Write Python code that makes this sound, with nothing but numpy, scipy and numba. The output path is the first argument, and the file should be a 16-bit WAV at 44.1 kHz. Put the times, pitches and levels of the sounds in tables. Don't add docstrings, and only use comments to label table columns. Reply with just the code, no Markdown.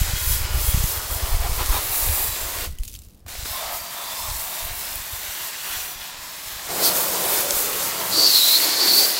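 import sys
import numpy as np
from scipy import signal
from scipy.fft import rfft, irfft, next_fast_len
from scipy.io import wavfile
from scipy.ndimage import uniform_filter1d
from numba import njit

SR = 44100
rng = np.random.default_rng(int(sys.argv[2]) if len(sys.argv) > 2 else 0)


def output_pcm(signal):
    pcm = np.clip(np.atleast_2d(signal).T, -1, 1) * 32767
    wavfile.write(sys.argv[1], SR, np.round(pcm).astype(np.int16))


def natural_amplitude(level_db):
    exponent = np.asarray(level_db, float) / 20
    return 10 ** exponent


N = 405279

# time_s, spray_level_db
NEARNESS = [(0.0, -32.5), (0.5, -36.5), (0.9, -36.5), (1.39, -37), (1.95, -35.5), (2.65, -37.5),
            (3.42, -35.5), (3.89, -41.0), (4.21, -37), (4.89, -39), (5.6, -37.5), (6.0, -40.5), (6.62, -42),
            (6.76, -32.0), (7.69, -31.0), (8.08, -36.5), (8.2, -27.0), (9.19, -32.0)]
# centre_s, strength_db, length_s
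SWEEPS = [(0.0, 5, 0.059), (0.32, 9, 0.105), (0.49, -5.5, 0.064), (0.67, 8, 0.126), (0.91, 6.0, 0.086),
          (1.15, 5, 0.057), (1.58, 5, 0.059), (1.75, 7, 0.074), (1.96, 4, 0.049), (2.13, 5.0, 0.24),
          (3.54, 0.5, 0.071), (3.76, 3.5, 0.049), (4.47, 2.0, 0.227), (4.7, -5.5, 0.039),
          (4.79, 2.5, 0.131), (5.57, -4, 0.063), (5.78, 5, 0.132), (5.97, -5.5, 0.0255),
          (6.15, -7.0, 0.052), (6.53, 3.5, 0.106), (6.86, 9.5, 0.0413), (7.0, 5.5, 0.08), (7.33, 5, 0.11),
          (7.59, 6.5, 0.0504), (7.85, 6.0, 0.063), (8.05, 6.5, 0.098), (8.38, 5.5, 0.124),
          (8.55, 5.5, 0.126), (8.75, -1, 0.036), (8.99, 9, 0.134)]
# centre_s, strength_db, length_s
STRIKES = [(0.35, 0, 0.057), (0.57, 3, 0.04), (1.45, 5, 0.0305), (1.61, 10.5, 0.03), (1.75, 10, 0.0485),
           (3.66, 7.5, 0.115), (4.07, 4, 0.152), (4.27, 3.0, 0.036), (5.05, -2, 0.07), (5.41, 1, 0.097),
           (5.6, -3.5, 0.042), (5.71, 4.0, 0.098), (6.17, -2.5, 0.067), (6.57, 5, 0.08), (6.83, 5, 0.0433),
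           (6.91, 2.5, 0.033), (8.66, 4, 0.057), (8.84, 5.5, 0.063), (9.02, 2, 0.05)]
# start_s, panel_boom_db, compartment_ring_db, splash_db, mist_over_spray_db
SURFACES = [(0.0, -48, -42, -36, 1.5), (0.4, -44.5, -39, -38.0, 2.5), (0.94, -43, -37.5, -38.0, 3.5),
            (1.81, -42.5, -37.5, -36.5, 6.5), (2.28, -43.5, -41.0, -36.5, 5.0),
            (3.27, -50.5, -41.0, -37, 1), (3.45, -56.5, -41, -40.5, 3.0), (4.34, -53.5, -43.0, -39.0, 5.0),
            (5.06, -54.5, -42.5, -38.0, 3.5), (5.91, -56.5, -43.5, -40.5, 1.5),
            (6.68, -36.5, -34, -36, 3.5), (7.09, -36.5, -35.5, -34.5, 4), (7.79, -38.5, -35.5, -34.5, 1),
            (8.29, -44, -38.5, -34.0, 1.5)]
# centre_s, strength_db, length_s
OUTER_EDGE = [
    (7.6, -5.5, .2),
    (8.12, 2.5, 0.104),
    (8.45, -9, .12),
    (9.15, 27, .4),
]
# start_s, flow_db
VALVE_OPENING = [
    (3.262, -17.5),
    (3.28, -6),
    (3.45, 0),
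]
# start_s, length_s, pitch_hz, over_hiss_db
NARROW_BANDS = [(1.23, 0.224, 9950, 7), (1.83, 0.23, 8060, -3), (1.9, 0.3, 3000, -8),
                (1.9, 0.5, 3110, -6), (1.95, 0.24, 7450, 4.5), (2.23, 0.26, 7440, 9),
                (2.24, 0.63, 1054, 6), (3.45, 0.06, 4130, 9), (3.45, 0.22, 3580, 8.5),
                (3.41, 0.2, 4700, 6), (3.68, 0.26, 14210, 6.5), (3.74, 0.23, 13130, 7.5),
                (3.77, 0.28, 13720, 6.5), (3.93, 0.374, 3546, 9), (4.13, 0.61, 896, 5),
                (4.18, 0.19, 7940, 7.5), (4.46, 0.26, 3620, 7), (4.74, 0.246, 5200, 8.5),
                (0.0, 2.3, 680, -5), (3.5, 0.4, 690, 6), (4.4, 0.55, 700, 5), (5.04, 0.31, 769, 4),
                (5.17, 0.34, 13530, 8.5), (5.18, 0.24, 5940, 6.5), (5.61, 0.474, 5880, 9),
                (5.94, 0.17, 10400, -0.5), (5.97, 0.17, 12550, 8.5), (6.46, 0.16, 12470, 7),
                (6.87, 0.98, 542, 4), (7.18, 0.4, 1090, -5), (7.18, 0.4, 1260, -6),
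                (8.124, 0.175, 322, 8.5), (8.3, 0.25, 300, 5), (9.0, 0.19, 570, 4),
                (8.538, 0.76, 310, 10), (8.85, 0.3, 220, 8), (8.95, .15, 400, 6)]
# start_s, length_s, pitch_hz, over_hiss_db, width_hz
THIN_RODS = [(.02, .45, 3290, 9, 60), (.55, .32, 3280, 11, 60), (.93, .35, 3300, 8, 60),
             (.02, 1.0, 2940, 8, 40), (1.43, .06, 740, 9, 90), (1.69, .08, 1400, 4, 120),
             (1.685, .03, 1050, 10, 120), (1.76, .03, 1020, 8, 120), (2.2, .2, 3930, 10, 50),
             (2.69, .2, 1980, 12, 70), (3.455, .17, 1040, 8, 90), (3.47, .1, 5250, 8, 150),
             (3.6, .1, 4700, 12, 30), (3.765, .175, 4700, 16.5, 30), (3.68, .13, 4900, 10.5, 40),
             (4.0, .24, 4700, 13.5, 30), (4.105, .04, 610, 9, 70), (4.14, .05, 1040, 8, 80),
             (4.185, .05, 960, 10, 80), (4.25, .06, 870, 7, 80), (4.25, .05, 1090, 9.5, 80),
             (4.13, .1, 5090, 12, 45), (4.16, .08, 5260, 13, 55), (4.19, .06, 4160, 12, 45),
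             (7.6, .5, 1330, 3, 65), (7.42, .15, 570, 9, 45), (7.3, .1, 420, 7, 45),
             (8.7, .2, 1800, 4, 250)]
# time_s, level_db, pitch_hz
WHISTLE_GLIDES = [
    [(6.8, -43.5, 4530), (6.848, -23, 4590), (6.874, -23.5, 4390), (6.92, -37, 4410)],
    [(8.112, -36, 4520), (8.127, -23, 4510), (8.23, -13, 4580), (8.305, -15, 4537), (8.316, -15, 4230),
     (8.458, -16, 4020), (8.574, -18.5, 4210), (8.6, -25, 4160)],
    [(8.6, -22, 4430), (8.75, -24.5, 4445), (8.9, -16, 4434), (9.05, -15, 4534), (9.06, -21.5, 4540),
     (9.132, -30, 4490), (9.19, -25, 4450)],
]
# start_s, skirt_db
WHISTLE_SKIRT = [
    (0, 1.5),
    (7.5, -4),
]
# start_s, peak_db, ring_hz
SPLATS = [(2.7297, -39, 2920), (2.7514, -39.5, 3520), (2.7858, -23.5, 3010), (2.8002, -36, 9000),
          (2.805, -37, 10500), (2.8274, -35.5, 6750), (2.8343, -22, 4180), (2.8402, -31, 14000),
          (2.8504, -25.5, 10900), (2.8536, -27, 14200), (2.8712, -36, 13500), (2.8786, -19.5, 6800),
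          (2.8814, -28, 3000), (2.8844, -28.5, 5700), (2.8964, -32, 6426), (2.9085, -34, 8000),
          (2.9153, -31, 11800), (2.925, -35, 9000), (2.9314, -28, 7450), (2.94, -23.5, 6200),
          (2.9504, -24, 3190), (2.9535, -29, 2700), (2.9614, -29, 4500), (2.9896, -26, 7440),
          (3.0195, -34.5, 8720), (3.0354, -40.5, 9740), (3.0644, -43.5, 7640), (3.0859, -40, 6900),
          (3.108, -44, 6000), (3.1472, -42, 10700), (3.1742, -47, 12200), (3.1946, -47.5, 11000),
          (3.2034, -45.5, 5170)]
# time_s, level_db
PATTER_LEVEL = [(2.7, -39), (2.774, -47), (2.866, -38.5), (3.044, -44.5), (3.26, -63.5)]
# start_s, peak_db, ring_hz
KNOCKS = [
    (3.264, -28, 745),
    (3.3522, -20, 700),
    (3.4572, -17, 1300),
]
# time_s, level_db
WIND_LEVEL = [(0.0, -25), (.75, -25), (.88, -33.5), (1.03, -35.5), (1.32, -27.5), (1.62, -25), (1.8, -34.5),
              (2.8, -36), (2.92, -45.5), (3.14, -48.5), (3.28, -37), (3.5, -40), (3.88, -50), (3.97, -61),
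              (4.2, -51), (5.3, -54), (5.65, -67.5), (9.19, -72)]
# peak_s, level_db, fall_20db_s
PUFFS = [(.71, -24, 0.21), (2.11, -23.5, 0.1445), (4.14, -45.5, 0.86), (4.3, -32, 0.185), (4.64, -35, 0.62),
         (4.98, -37.5, 0.02), (5.14, -40, 0.04), (5.23, -48, 0.55), (5.76, -42, 0.19), (5.97, -43, 0.15),
         (6.13, -50.5, 0.6), (6.49, -45.5, 0.46), (6.72, -40, 0.1), (7.34, -47.5, .15), (7.52, -44, 0.44),
         (8.2, -60.5, 1.07)]
# start_s, push (+) or pull (-), width_ms
EDDY_THUMPS = [(.015, .3, 2.5), (0.136, -0.173, 2.57), (.303, 0.12, 3.5), (.556, -.15, 4),
               (0.573, -0.17, 3.5), (0.745, 0.38, 2.29), (0.775, 0.183, 2.26), (0.803, 0.19, 3.34),
               (0.84, -0.244, 2.25), (1.235, 0.168, 4.13), (1.321, 0.252, 6.5), (1.344, -0.268, 4.3),
               (1.40, 0.22, 5.46), (1.698, 0.334, 6.63), (2.028, -.09, 5), (2.072, .1, 3.5),
               (2.29, -.05, 3), (2.62, -.05, 4), (2.703, -.05, 5), (2.802, 0.156, 5.6), (3.43, -.04, 3),
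               (4.636, .04, 4), (4.654, -.04, 4), (4.713, -.04, 3.5), (4.96, -.025, 3), (5.0, .015, 3)]
# frequency_hz, density_db per Hz
RUMBLE_COLOUR = [(35, -17), (60, -4), (110, -4.5), (155, -4.5), (190, 0), (260, -26.5)]
BOOM_COLOUR = [(170, -10), (250, -11.5), (320, -3.5), (430, -2), (520, -2.5), (700, -6)]
RING_COLOUR = [(450, -25.5), (540, 0), (640, 5), (1100, 7), (1380, 4), (1600, -6.5), (2300, -31.5)]
SPLASH_COLOUR = [(1000, -35.5), (1450, 1.5), (1900, 3), (3000, 1.5), (4200, 1), (5400, -5.5), (7500, -19)]
SPRAY_COLOUR = [(2800, -15), (4200, -4), (5500, -3), (7800, -1.5), (9000, -7), (11500, -11)]
MIST_COLOUR = [(5500, -26), (8000, -10), (10000, -6), (13000, -2.5), (15000, -2.5), (17000, -7)]
GUST_COLOUR = [(12, -1), (25, -2.5), (45, -4), (70, -2.5), (110, -13), (170, -27), (300, -45.5)]
FIELD_COLOUR = [(70, -14), (130, 0), (240, -4), (400, -11), (760, -19.5), (2560, -31), (5260, -32),
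                (9200, -37), (16500, -33.5)]
GRAVEL_COLOUR = [(500, -28), (1700, -18.5), (2600, -2.5), (5000, -.5), (9000, 0.0), (16500, -0.5)]
KNOCK_COLOUR = [(200, -6), (500, -9.0), (1500, -7.5), (5000, -12.5), (14000, -26)]

MOVE_S = 0.054


def water():
    t = np.arange(N) / SR
    sputter_db = 0.233 * walk(9) + .5 * walk(40)
    near, sweep, strike = curve([NEARNESS], 1), bumps(SWEEPS), bumps(STRIKES)
    boom, ring, splash, mist = steps(SURFACES, MOVE_S)
    jet, panels = valve()
    closer = near + 36.5
    outer_start_s, outer_end_s = 6.7, 8.17
    outer = -45.5 + bumps(OUTER_EDGE)
    outer = outer - 41.5 * np.maximum(t - outer_end_s, 0) - 400 * np.maximum(outer_start_s - t, 0)
    # colour, level dB, spread of drop sizes dB
    parts = [
        (RUMBLE_COLOUR, outer, 1.5),
        (BOOM_COLOUR, boom + panels + 0.91 * strike + .2 * closer, 1.5),
        (RING_COLOUR, ring + panels + 0.712 * strike + 0.308 * closer, 1.5),
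        (SPLASH_COLOUR, splash + panels + 1.54 + 0.59 * strike + 0.07 * sweep + 0.113 * closer, 2.2),
        (SPRAY_COLOUR, near + jet + 1.085 + 0.428 * sweep, 2.2),
        (MIST_COLOUR, near + jet + mist + sweep, 2.2)]
    out = 0
    for points, level_db, spread_db in parts:
        flicker_db = sputter_db + 0.724 * walk(18)
        out = out + colour(drops(spread_db), points) * natural_amplitude(level_db + flicker_db)
    return metal(out)


def drops(spread_db):
    return rng.standard_normal(N) * natural_amplitude(spread_db * rng.exponential(size=N))


def valve():
    t = np.arange(N) / SR
    since = np.maximum(t - 2.6554, 0)
    shut = t < VALVE_OPENING[0][0]
    reopened = steps(VALVE_OPENING, .004)[0]
    jet = -320 * since
    panels = np.maximum(-380 * since, -16.5 - 71.5 * since)
    return np.where(shut, jet, reopened), np.where(shut, panels, reopened)


def metal(x, count=60):
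    t, out = np.arange(N) / SR, x.copy()
    knots = np.arange(0, t[-1] + 1, .25)
    for pitch_draw, width_draw in rng.random((count, 2)):
        hz = 600 + 14800 * pitch_draw ** 1.6
        width_hz = 25 + 50 * width_draw
        swell = np.interp(t, knots, .44 * rng.standard_normal(len(knots)))
        out += swell * signal.lfilter(*signal.iirpeak(hz, hz / width_hz, SR), x)
    for s, length, hz, db in NARROW_BANDS:
        part = slice(int(s * SR), int((s + length) * SR))
        ring = signal.lfilter(*signal.iirpeak(hz, hz / 90, SR), x[part])
        out[part] += (natural_amplitude(db) - 1) * np.hanning(len(ring)) ** 0.197 * ring
    return out + rods(x)


def rods(x):
    out = np.zeros(N)
    for s, length, hz, db, width_hz in THIN_RODS:
        part = slice(int(s * SR), int((s + length) * SR))
        peak = signal.iirpeak(hz, hz / (1.5 * width_hz), SR)
        ring = signal.lfilter(*peak, signal.lfilter(*peak, x[part]))
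        envelope = np.abs(signal.hilbert(ring)) + .1 * np.std(ring)
        ring = ring / envelope ** .6
        around = signal.lfilter(*signal.iirpeak(hz, hz / 400, SR), x[part])
        hiss = np.sqrt(uniform_filter1d(around ** 2, 2000) * width_hz / 400)
        fade = np.hanning(len(ring)) ** .4
        out[part] += (natural_amplitude(db) - 1) * fade * hiss * ring / np.std(ring)
    return out


def whistle():
    level_db = curve(WHISTLE_GLIDES, 1)
    hz = curve(WHISTLE_GLIDES, 2, off=4700) * (1 + 0.0076 * walk(30))
    loose = natural_amplitude(np.clip(-.8 * (level_db + 15), -1, 8))
    air = rng.standard_normal(N)
    skirt_width_hz = np.where(np.arange(N) < 7.5 * SR, 3000., 2100.)
    core = svf(svf(air, hz, 260 * loose), hz, 800 * loose) / np.sqrt(loose)
    skirt_hz = 1.072 * hz
    skirt = svf(svf(air, skirt_hz, skirt_width_hz), skirt_hz, skirt_width_hz)
    skirt_gain = natural_amplitude(steps(WHISTLE_SKIRT, MOVE_S)[0])
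    tone = core / np.std(core) + skirt_gain * skirt / np.std(skirt)
    return tone * natural_amplitude(level_db - 2.5 + 1.09 * walk(35))


def spatter():
    hits = (rng.random(N) < 700 / SR) * natural_amplitude(1.76 * rng.exponential(size=N))
    fine = signal.oaconvolve(hits, np.exp(-np.arange(300) / 31.0))[:N]
    patter = colour(rng.standard_normal(N) * (0.45 + fine), GRAVEL_COLOUR)
    splats = bursts(SPLATS, 0.001, 0.007, -9, 0.0022, 1, -10, GRAVEL_COLOUR)
    return splats + patter * natural_amplitude(curve([PATTER_LEVEL], 1) - 9)


def knocks():
    return bursts(KNOCKS, 0.0015, 0.008, -14, 0.0018, 8, -12, KNOCK_COLOUR)


def wind():
    t = np.arange(N) / SR
    gust_db = curve([WIND_LEVEL], 1)
    for s, db, fall_s in PUFFS:
        below_db = np.where(t < s, 219.5 * (s - t), 20 * (t - s) / fall_s)
        gust_db = np.maximum(gust_db, db - below_db)
    eddies = (rng.random(N) < 60 / SR) * rng.standard_normal(N)
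    buffeting = colour(eddies + 0.0114 * rng.standard_normal(N), GUST_COLOUR)
    pushes = np.zeros(N)
    for s, push, width_ms in EDDY_THUMPS:
        part = slice(max(int((s - .05) * SR), 0), int((s + .05) * SR))
        pushes[part] += push * np.exp(-((t[part] - s) * 1000 / width_ms - .5) ** 2)
    vent = signal.butter(2, 21., "high", fs=SR, output="sos")
    return natural_amplitude(gust_db) * buffeting + 1.604 * signal.sosfilt(vent, pushes)


def field():
    return colour(rng.standard_normal(N), FIELD_COLOUR) * natural_amplitude(-56)


def bursts(events, noise_s, tail_s, tail_db, ring_s, ring_db, gain_db, points):
    out, t = np.zeros(N + 4096), np.arange(4096) / SR
    noise = colour(rng.standard_normal(N + 4096), points)
    shape = np.exp(-t / noise_s) + natural_amplitude(tail_db) * np.exp(-t / tail_s)
    for s, peak_db, hz in events:
        i = int(s * SR)
        ring_shape = np.exp(-t / ring_s) * (1 - np.exp(-t * hz))
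        ring = natural_amplitude(ring_db) * np.sin(2 * np.pi * hz * t) * ring_shape
        out[i:i + 4096] += natural_amplitude(peak_db + gain_db) * (noise[i:i + 4096] * shape + ring)
    return out[:N]


@njit
def svf(x, hz, width):
    y, band, low = np.empty(len(x)), 0., 0.
    for i in range(len(x)):
        g = np.tan(np.pi * hz[i] / SR)
        damping = width[i] / hz[i]
        v = (band + g * (x[i] - low)) / (1 + g * (g + damping))
        band = 2 * v - band
        low = low + 2 * g * v
        y[i] = damping * v
    return y


def colour(x, points):
    size = next_fast_len(len(x))
    hz = np.arange(size // 2 + 1) * SR / size + 1e-3
    points = np.array(points)
    db = np.interp(np.log(hz), np.log(points[:, 0]), points[:, 1], left=-90, right=-90)
    y = irfft(rfft(x, size) * natural_amplitude(db), size)[:len(x)]
    return y / np.std(y)


def walk(rate):
    k = int(SR / rate)
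    held = np.repeat(rng.standard_normal(N // k + 1), k)
    w = uniform_filter1d(uniform_filter1d(held, k), k)[:N]
    return w / np.std(w)


def curve(tables, column, off=-120):
    t, out = np.arange(N) / SR, np.full(N, float(off))
    for rows in tables:
        rows = np.array(rows)
        inside = (t >= rows[0, 0]) & (t <= rows[-1, 0] + .01)
        out[inside] = np.interp(t[inside], rows[:, 0], rows[:, column])
    return out


def bumps(events):
    t = np.arange(0, N, 32) / SR
    swells = sum(db * np.exp(-((t - s) / length) ** 2) for s, db, length in events)
    return np.repeat(swells, 32)[:N]


def steps(rows, blend_s):
    rows = np.array(rows)
    index = np.clip(np.searchsorted(rows[:, 0], np.arange(N) / SR, "right") - 1, 0, None)
    return uniform_filter1d(rows[index, 1:].T, int(blend_s * SR) + 1, axis=1)


def scene():
    mono = water() + whistle() + spatter() + knocks() + wind() + field()
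    return np.array([mono, mono])


def low_pass(x):
    return signal.sosfilt(signal.butter(12, 17100, fs=SR, output="sos"), x)


def record(dry):
    gate = signal.oaconvolve(1. * (rng.random(N) < 2.6 / SR), np.hanning(1900))[:N]
    treble = np.sqrt(uniform_filter1d(np.diff(dry[0], prepend=0) ** 2, 2048))
    apart = natural_amplitude(-17) * gate * treble * rng.standard_normal(N)
    apart = signal.sosfilt(signal.butter(12, 4700, "high", fs=SR, output="sos"), apart)
    rounded = np.tanh(dry) + [apart, -apart]
    top_cut = signal.ellip(10, .2, 52, 15790, fs=SR, output="sos")
    return low_pass(signal.sosfilt(top_cut, rounded))


dry = scene()
out = record(dry)
output_pcm(out)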